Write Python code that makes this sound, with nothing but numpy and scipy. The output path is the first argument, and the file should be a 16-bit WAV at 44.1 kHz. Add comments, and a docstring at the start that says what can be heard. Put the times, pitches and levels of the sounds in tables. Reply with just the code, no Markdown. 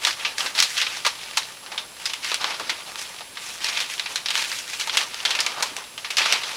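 """A small room with a tiled floor, where puppies scramble about in a wire pen.
Impacts of claws tick on the tiles and crumple paper, and each knock briefly excites the pen's resonances.
Padded paws thump softly and drag over the floor pads, rustling by stick-slip friction.
Wall reflections follow the impacts; behind all lie a quiet rumble, hiss, hum and a thin electrical whine."""
import sys
import numpy as np
from scipy import signal
from scipy.fft import rfft, irfft
from scipy.io import wavfile

SR = 44100
rng = np.random.default_rng(int(sys.argv[2]) if len(sys.argv) > 2 else 0)


def inscribe(sig):
    """Save sig as 16-bit PCM at rate SR to the path in sys.argv[1].

    A 1-D sig is mono; a 2-D sig holds one channel per row.
    Samples are clipped to [-1, 1] before scaling.
    """
    pcm = np.round(np.clip(np.atleast_2d(sig).T, -1, 1) * 32767)
    wavfile.write(sys.argv[1], SR, pcm.astype(np.int16))


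N = 289296
TIME = np.arange(N) / SR

# paw strikes and paper snaps:
# (time [s], middle-band level [dB], tick's energy share [0-1], treble [dB re level], ring pitch [Hz])
STRIKES = [(0.05, -20, 0.72, -8.5, 3960), (0.07, -22, 0.23, -8, 1490), (0.249, -22.5, 0.16, -28, 2600),
           (0.382, -27.5, 0.66, -4.5, 5800), (0.403, -25, .2, -12, 3170), (0.461, -27, 0.4, -12, 1590),
           (0.579, -25, 0.3, -11, 4100), (0.589, -21, .2, -6.5, 4080), (0.602, -18.5, 0.86, -3, 5630),
           (0.624, -19, 0.17, -4, 4300), (0.769, -31, 0.8, -21, 2530), (0.819, -27.5, 0.2, -24, 2000),
           (0.866, -27, .1, -30, 2560), (1.049, -23, 0.06, -10, 1200), (1.064, -20.5, 0.2, -7.5, 1050),
           (1.3715, -24.5, 0.3, -1.5, 970), (1.374, -23, 0.96, -20, 3740), (1.432, -37.5, 0.7, -18, 4200),
           (1.661, -39.5, 0.06, -21, 1500), (1.718, -35.5, 0.3, -30, 810), (1.778, -26, 0.24, -17, 3480),
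           (2.056, -24.5, 0.2, -5.5, 4960), (2.097, -32.5, 0.3, -11, 3000), (2.135, -28.5, 0.45, -8, 3040),
           (2.317, -26.5, 0.7, -16, 1110), (2.343, -26, 0.7, -3, 3230), (2.443, -26, 0.84, -15, 940),
           (2.597, -33.5, 0.24, -7, 547), (2.695, -23, 0.16, -11.5, 2120), (2.957, -36.5, 0.9, -11, 1290),
           (3.206, -39, 0, -22, 680), (3.371, -34, 0.2, -21, 1810), (3.644, -25.5, .6, -6, 4650),
           (3.773, -28, .9, -31, 3130), (3.803, -26.5, 0.4, -7.5, 3500), (3.996, -25, 0.6, -14, 3650),
           (4.059, -29.5, 0.13, -24, 2400), (4.158, -24.5, 0.56, -6, 3940), (4.259, -26, 0.5, -11, 5040),
           (4.285, -26.5, 0.4, -14, 4000), (4.303, -24.5, 0, -9, 2920), (4.354, -24, 0.9, -12, 3320),
           (4.796, -28.5, 0, -4.5, 4020), (4.811, -27.5, 0.5, -7, 2780), (4.873, -30.5, 0.37, -7, 910),
           (4.896, -26, 0.3, -18, 3050), (4.971, -17.5, 0.44, -6.5, 2970), (5.144, -34, 0.8, -7.5, 2900),
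           (5.202, -34, 0.4, -25, 2860), (5.251, -19, 0.08, -12.5, 3350), (5.306, -22.5, 0.25, -9.5, 3080),
           (5.351, -25.5, 0.3, -10.5, 2520), (5.389, -25, 0.16, -17, 2000), (5.404, -24.5, 0.5, -0.5, 4940),
           (5.464, -23.5, .6, -8.5, 2300), (5.625, -24, 0.2, -2, 1000), (5.766, -34, 0.8, -2, 3000),
           (5.978, -33.5, 0.5, -10, 3000), (6.045, -30, 0.07, -19, 1900), (6.104, -27.5, 0.1, -7, 2700),
           (6.169, -21.5, .2, -6, 4770), (6.181, -19.5, 0.16, -9, 2380), (6.216, -23.5, 0.1, -17, 2400),
           (6.256, -24.5, 0.15, -9, 1300), (6.324, -18.5, 0.35, -6, 2330)]
# strokes of a paw or body over paper and pads:
# (start [s], length [s], rustle level [dB], dull scuff [dB re rustle], crisp treble [dB re rustle])
STROKES = [(0.006, 0.087, -28, -10, -8), (0.17, 0.12, -33, -8, -11), (0.364, 0.099, -31.5, -5, -4.5),
           (0.536, 0.099, -27, -11, -8), (0.667, 0.115, -34.5, -28, -2), (0.755, 0.049, -21.5, -23, -15),
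           (0.855, 0.13, -32.5, -10.5, -9), (1.16, 0.26, -38.5, -12, -10.5), (1.42, 0.069, -43.5, -18, -6),
           (1.614, 0.23, -54, 7, -28), (1.97, 0.10, -41, -14, -6), (2.216, 0.093, -27.5, -16.5, -10),
           (2.386, 0.13, -28, -5.5, -15), (2.577, 0.21, -37.5, -5.5, -16), (2.853, 0.034, -37.5, -2, -6),
           (2.962, 0.06, -33.5, -13, -4), (3.06, 0.076, -44.5, -5, -4), (3.388, 0.16, -37, -13, -3.5),
           (3.6, 0.22, -27.5, -13, -11), (3.88, 0.062, -32.5, -20, -5), (4.072, 0.05, -34.5, -7, -5),
           (4.324, 0.1, -25, -12.5, -8), (4.458, 0.14, -32.5, -16.5, -3), (4.659, 0.18, -34.5, -30, -5),
           (4.912, 0.11, -27, -8, -9.5), (5.103, 0.21, -36.5, -10, -8), (5.252, 0.28, -33, -4.5, -15),
           (5.55, 0.059, -33, 2, -12), (5.64, 0.024, -31.5, -11, -12), (5.75, 0.034, -36, -1, -11),
           (6.167, 0.19, -24, -9, -14.5), (6.407, 0.22, -32.5, -7, -9)]
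# faint shuffle of bodies between strokes: (low band [dB], middle band [dB], treble band [dB])
SHUFFLE_DB = [-47, -42, -50]
# moments when the puppies hold nearly still: (start [s], length [s])
RESTS = [(1.556, 0.14), (1.86, 0.12), (3.227, 0.11), (5.848, 0.11)]
# soft footfalls on the pads: (time [s], level [dB])
FOOTFALLS = [(0.441, -61), (0.592, -65), (2.438, -68), (2.597, -55), (2.691, -58), (5.709, -55.5),
             (6.331, -70)]
# normal modes of the pen and floor: (frequency [Hz], bandwidth [Hz], gain [dB])
PEN_MODES = [(480, 140, -1.5), (894, 104, -2), (1177, 30, -0.5)]
# low, middle and treble band: (lower edge [Hz], upper edge [Hz])
BANDS_HZ = [(150, 1500), (1500, 6000), (6000, 17000)]
# reverberation time of the room: (low band [s], middle band [s], treble band [s])
ROOM_T60 = [0.19, 0.21, 0.25]
# spectral envelopes of impacts, friction and room noise: (frequency [Hz], relative level [dB])
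STRIKE_SPECTRUM = [(200, -26), (450, -12), (700, -6), (1000, -1), (1700, 1), (2500, 4), (4000, 3.5),
                   (5600, -1), (7500, -9), (10000, -15), (16000, -31.5)]
DRAG_SPECTRUM = [(200, -13.5), (450, -10.5), (700, -2.5), (1000, -1), (1700, 2), (2500, 6), (4000, 4),
                 (5600, 0), (7500, -6.5), (10000, -10.5), (16000, -26.5)]
NOISE_SPECTRUM = [(20, -4.5), (80, 1.5), (140, 2.5), (300, 3), (600, 3.5), (1200, -5), (2500, 3.5),
                  (6500, -0.5), (7300, -10), (7650, -1), (8400, -2.5), (9200, -1.5), (10000, 6),
                  (10700, -1), (11300, -1), (12300, -9), (16000, -18)]
# mains hum and electrical whine: (frequency [Hz], rms level [dB])
ELECTRICAL_TONES = [(120, -71.5), (7560, -57), (15140, -64.5)]


def strikes(rows, tick_s=0.0013, crumple_s=0.01, press_s=0.0007, ring_q=5.1, wet_db=(-3, -3, -4)):
    """Impact excitation: a claw tick and a burst of crumpling ring each spot at its own frequency."""
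    t = TIME[:SR // 4]
    out = np.zeros(N + len(t))
    for time, level_db, tick_share, treble_db, ring_hz in rows:
        thud_db = -4.5 - 6 * np.log2(ring_hz / 1000)   # the lower a spot rings, the heavier its thud
        band_db = level_db + np.array([thud_db, 0, treble_db])
        tick = rng.standard_normal(len(t)) * np.exp(-t / tick_s)
        crumple = grains(len(t), per_s=3900, spread_db=3.0)
        crumple *= np.exp(-t / crumple_s) * (1 - np.exp(-t / press_s))
        contact = np.sqrt(tick_share) * tick / rms(tick) + np.sqrt(1 - tick_share) * crumple / rms(crumple)
        wet_gains = from_db(np.array(wet_db) - 9 * tick_share)   # clean ticks on bare tile stop sooner
        start = int(time * SR)
        for edges, db, wet, t60 in zip(BANDS_HZ, band_db, wet_gains, ROOM_T60):
            reverberant = contact + wet * reverberation(t, t60)
            knock = pen(colour(reverberant, STRIKE_SPECTRUM))
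            band = band_pass(knock + resonance(knock, ring_hz, ring_hz / ring_q), edges)
            out[start:start + len(t)] += from_db(db) * band / rms(band[:SR // 32])   # first 31 ms set the level
    return out[:N]


def patter(rustle, count=18, above_rustle_db=1, spread_db=1, tick_share=0.43, treble_db=-10):
    """Random point process: stray claw ticks about as strong as the rustle, as rows like STRIKES."""
    rows = []
    for when, softness, spot in rng.random((count, 3)):
        at = int(when * N)
        level_db = 20 * np.log10(rustle[at]) + above_rustle_db - spread_db * (2 * softness - 1)
        ring_hz = np.interp(spot, [0, 1], (1500, 4860))
        rows.append((at / SR, level_db, tick_share, treble_db, ring_hz))
    return rows


def dragging(band_gains, slip_db=1.0, crackle_db=-6.0, flex_db=-12.5):
    """Stick-slip friction: fur and cloth catch and slip over crackling paper."""
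    friction = rng.standard_normal(N) + from_db(crackle_db) * grains(N, per_s=350, spread_db=3.5)
    friction *= from_db(slip_db * wander(hz=27.0))
    rustle = pen(colour(friction, DRAG_SPECTRUM))
    # as the paper bends, its resonances come and go
    paper = sum(resonance(rustle, hz, hz / 6) * wander(hz=8.2) for hz in np.geomspace(600, 6000, 12))
    rustle += from_db(flex_db) * paper
    out = np.zeros(N)
    for edges, gain in zip(BANDS_HZ, band_gains):
        band = band_pass(rustle, edges)
        out += gain * band / rms(band)
    return out


def drag_gains(attack_s=0.03, release_s=0.049, rest_fade_s=0.027, rest_db=-5.5):
    """Incoherent sources add in power: band gains of strokes over a shuffle that sinks in the rests."""
    moving = np.ones(N)
    for start, length in RESTS:
        outside_s = np.maximum(start - TIME, TIME - start - length)
        moving *= np.clip(outside_s / rest_fade_s, from_db(rest_db), 1)
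    power = np.outer(from_db(SHUFFLE_DB), moving) ** 2
    for start, length, level_db, dull_db, crisp_db in STROKES:
        first = int(start * SR)
        t = TIME[:min(SR // 2, N - first)]
        envelope = np.minimum(t / attack_s, 1) * np.exp(-np.maximum(t - length, 0) / release_s)
        gains = from_db(level_db + np.array([dull_db, 0, crisp_db]))
        power[:, first:first + len(t)] += np.outer(gains, envelope) ** 2
    return np.sqrt(power)


def footfalls(hz=290, width_hz=190, t60=0.2):
    """Soft contact excites mainly low frequencies: a padded paw's dull puff lingers in the room."""
    t = TIME[:SR // 4]
    out = np.zeros(N + len(t))
    for time, db in FOOTFALLS:
        puff = resonance(resonance(reverberation(t, t60), hz, width_hz), hz, width_hz)
        start = int(time * SR)
        out[start:start + len(t)] += from_db(db) * puff / rms(puff)
    return out[:N]


def pen(contact):
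    """Forced vibration: a contact drives the modes of the pen and floor, which add to its sound."""
    return contact + sum(from_db(db) * resonance(contact, hz, width) for hz, width, db in PEN_MODES)


def reverberation(t, t60, build_s=0.0016):
    """Diffuse field: dense wall reflections merge into noise that falls 60 dB in t60 seconds; rms 1."""
    wash = rng.standard_normal(len(t)) * np.exp(-np.log(1000) * t / t60) * (1 - np.exp(-t / build_s))
    return wash / rms(wash)


def background(noise_db=-44.5, pitch_waver=0.0016):
    """Superposition: broadband rumble and hiss with slightly wavering tones of mains hum and whine."""
    noise = colour(rng.standard_normal(N), NOISE_SPECTRUM)
    clock = np.cumsum(1 + pitch_waver * wander(hz=15)) / SR
    tones = sum(from_db(db) * np.sqrt(2) * np.sin(2 * np.pi * hz * clock) for hz, db in ELECTRICAL_TONES)
    return from_db(noise_db) * noise / rms(noise) + tones


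def grains(length, per_s, spread_db):
    """Shot noise: tiny slips and fibre snaps at random moments, a few much larger than the rest; rms 1."""
    sizes = from_db(spread_db * np.minimum(rng.exponential(1, length), 4))
    clicks = sizes * rng.choice([-1, 1], length) * (rng.random(length) < per_s / SR)
    return clicks / rms(clicks)


def wander(hz):
    """Band-limited noise: a random fluctuation that swings about hz times a second; rms 1."""
    slow = resonance(resonance(rng.standard_normal(N), hz, hz), hz, 2 * hz)
    return slow / rms(slow)


def resonance(x, hz, width_hz):
    """Damped oscillator: a two-pole resonance with unit gain at its peak."""
    radius = np.exp(-np.pi * width_hz / SR)
    feedback = [1, -2 * radius * np.cos(2 * np.pi * hz / SR), radius ** 2]
    return signal.lfilter(np.array([1, 0, -1]) * (1 - radius ** 2) / 2, feedback, x)


def colour(x, spectrum, size=4096):
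    """Minimum-phase filtering: folding the cepstrum gives a causal response with the given spectrum."""
    known_hz, known_db = np.transpose(spectrum)
    hz = np.linspace(0, SR / 2, size // 2 + 1)
    gain_db = np.interp(np.log(np.maximum(hz, 1)), np.log(known_hz), known_db)
    cepstrum = irfft(np.log(from_db(gain_db)))
    cepstrum[1:size // 2] *= 2
    cepstrum[size // 2 + 1:] = 0
    response = irfft(np.exp(rfft(cepstrum)))
    return signal.fftconvolve(x, response)[:len(x)]


def band_pass(x, edges_hz):
    """Crossover filtering: neighbouring bands meet at their half-power points."""
    return signal.sosfilt(signal.butter(3, edges_hz, "band", fs=SR, output="sos"), x)


def from_db(db):
    """Amplitude ratio of a level in decibels."""
    return 10 ** (np.asarray(db) / 20)


def rms(x):
    """Effective amplitude: the root mean square."""
    return np.sqrt(np.mean(x ** 2) + 1e-20)


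def scene():
    """Linear superposition: the puppies and the background sum in one channel."""
    band_gains = drag_gains()
    impacts = list(STRIKES) + patter(rustle=band_gains[1])
    return (strikes(impacts) + footfalls() + dragging(band_gains) + background())[None]


def record(dry, ceiling=0.93, cutoff_hz=15900):
    """Clipping and band limiting: peaks above the ceiling flatten, and the top treble is cut steeply."""
    low_pass = signal.ellip(10, 0.05, 60, cutoff_hz, fs=SR, output="sos")
    return signal.sosfiltfilt(low_pass, np.clip(dry, -ceiling, ceiling))


dry = scene()
out = record(dry)
inscribe(out)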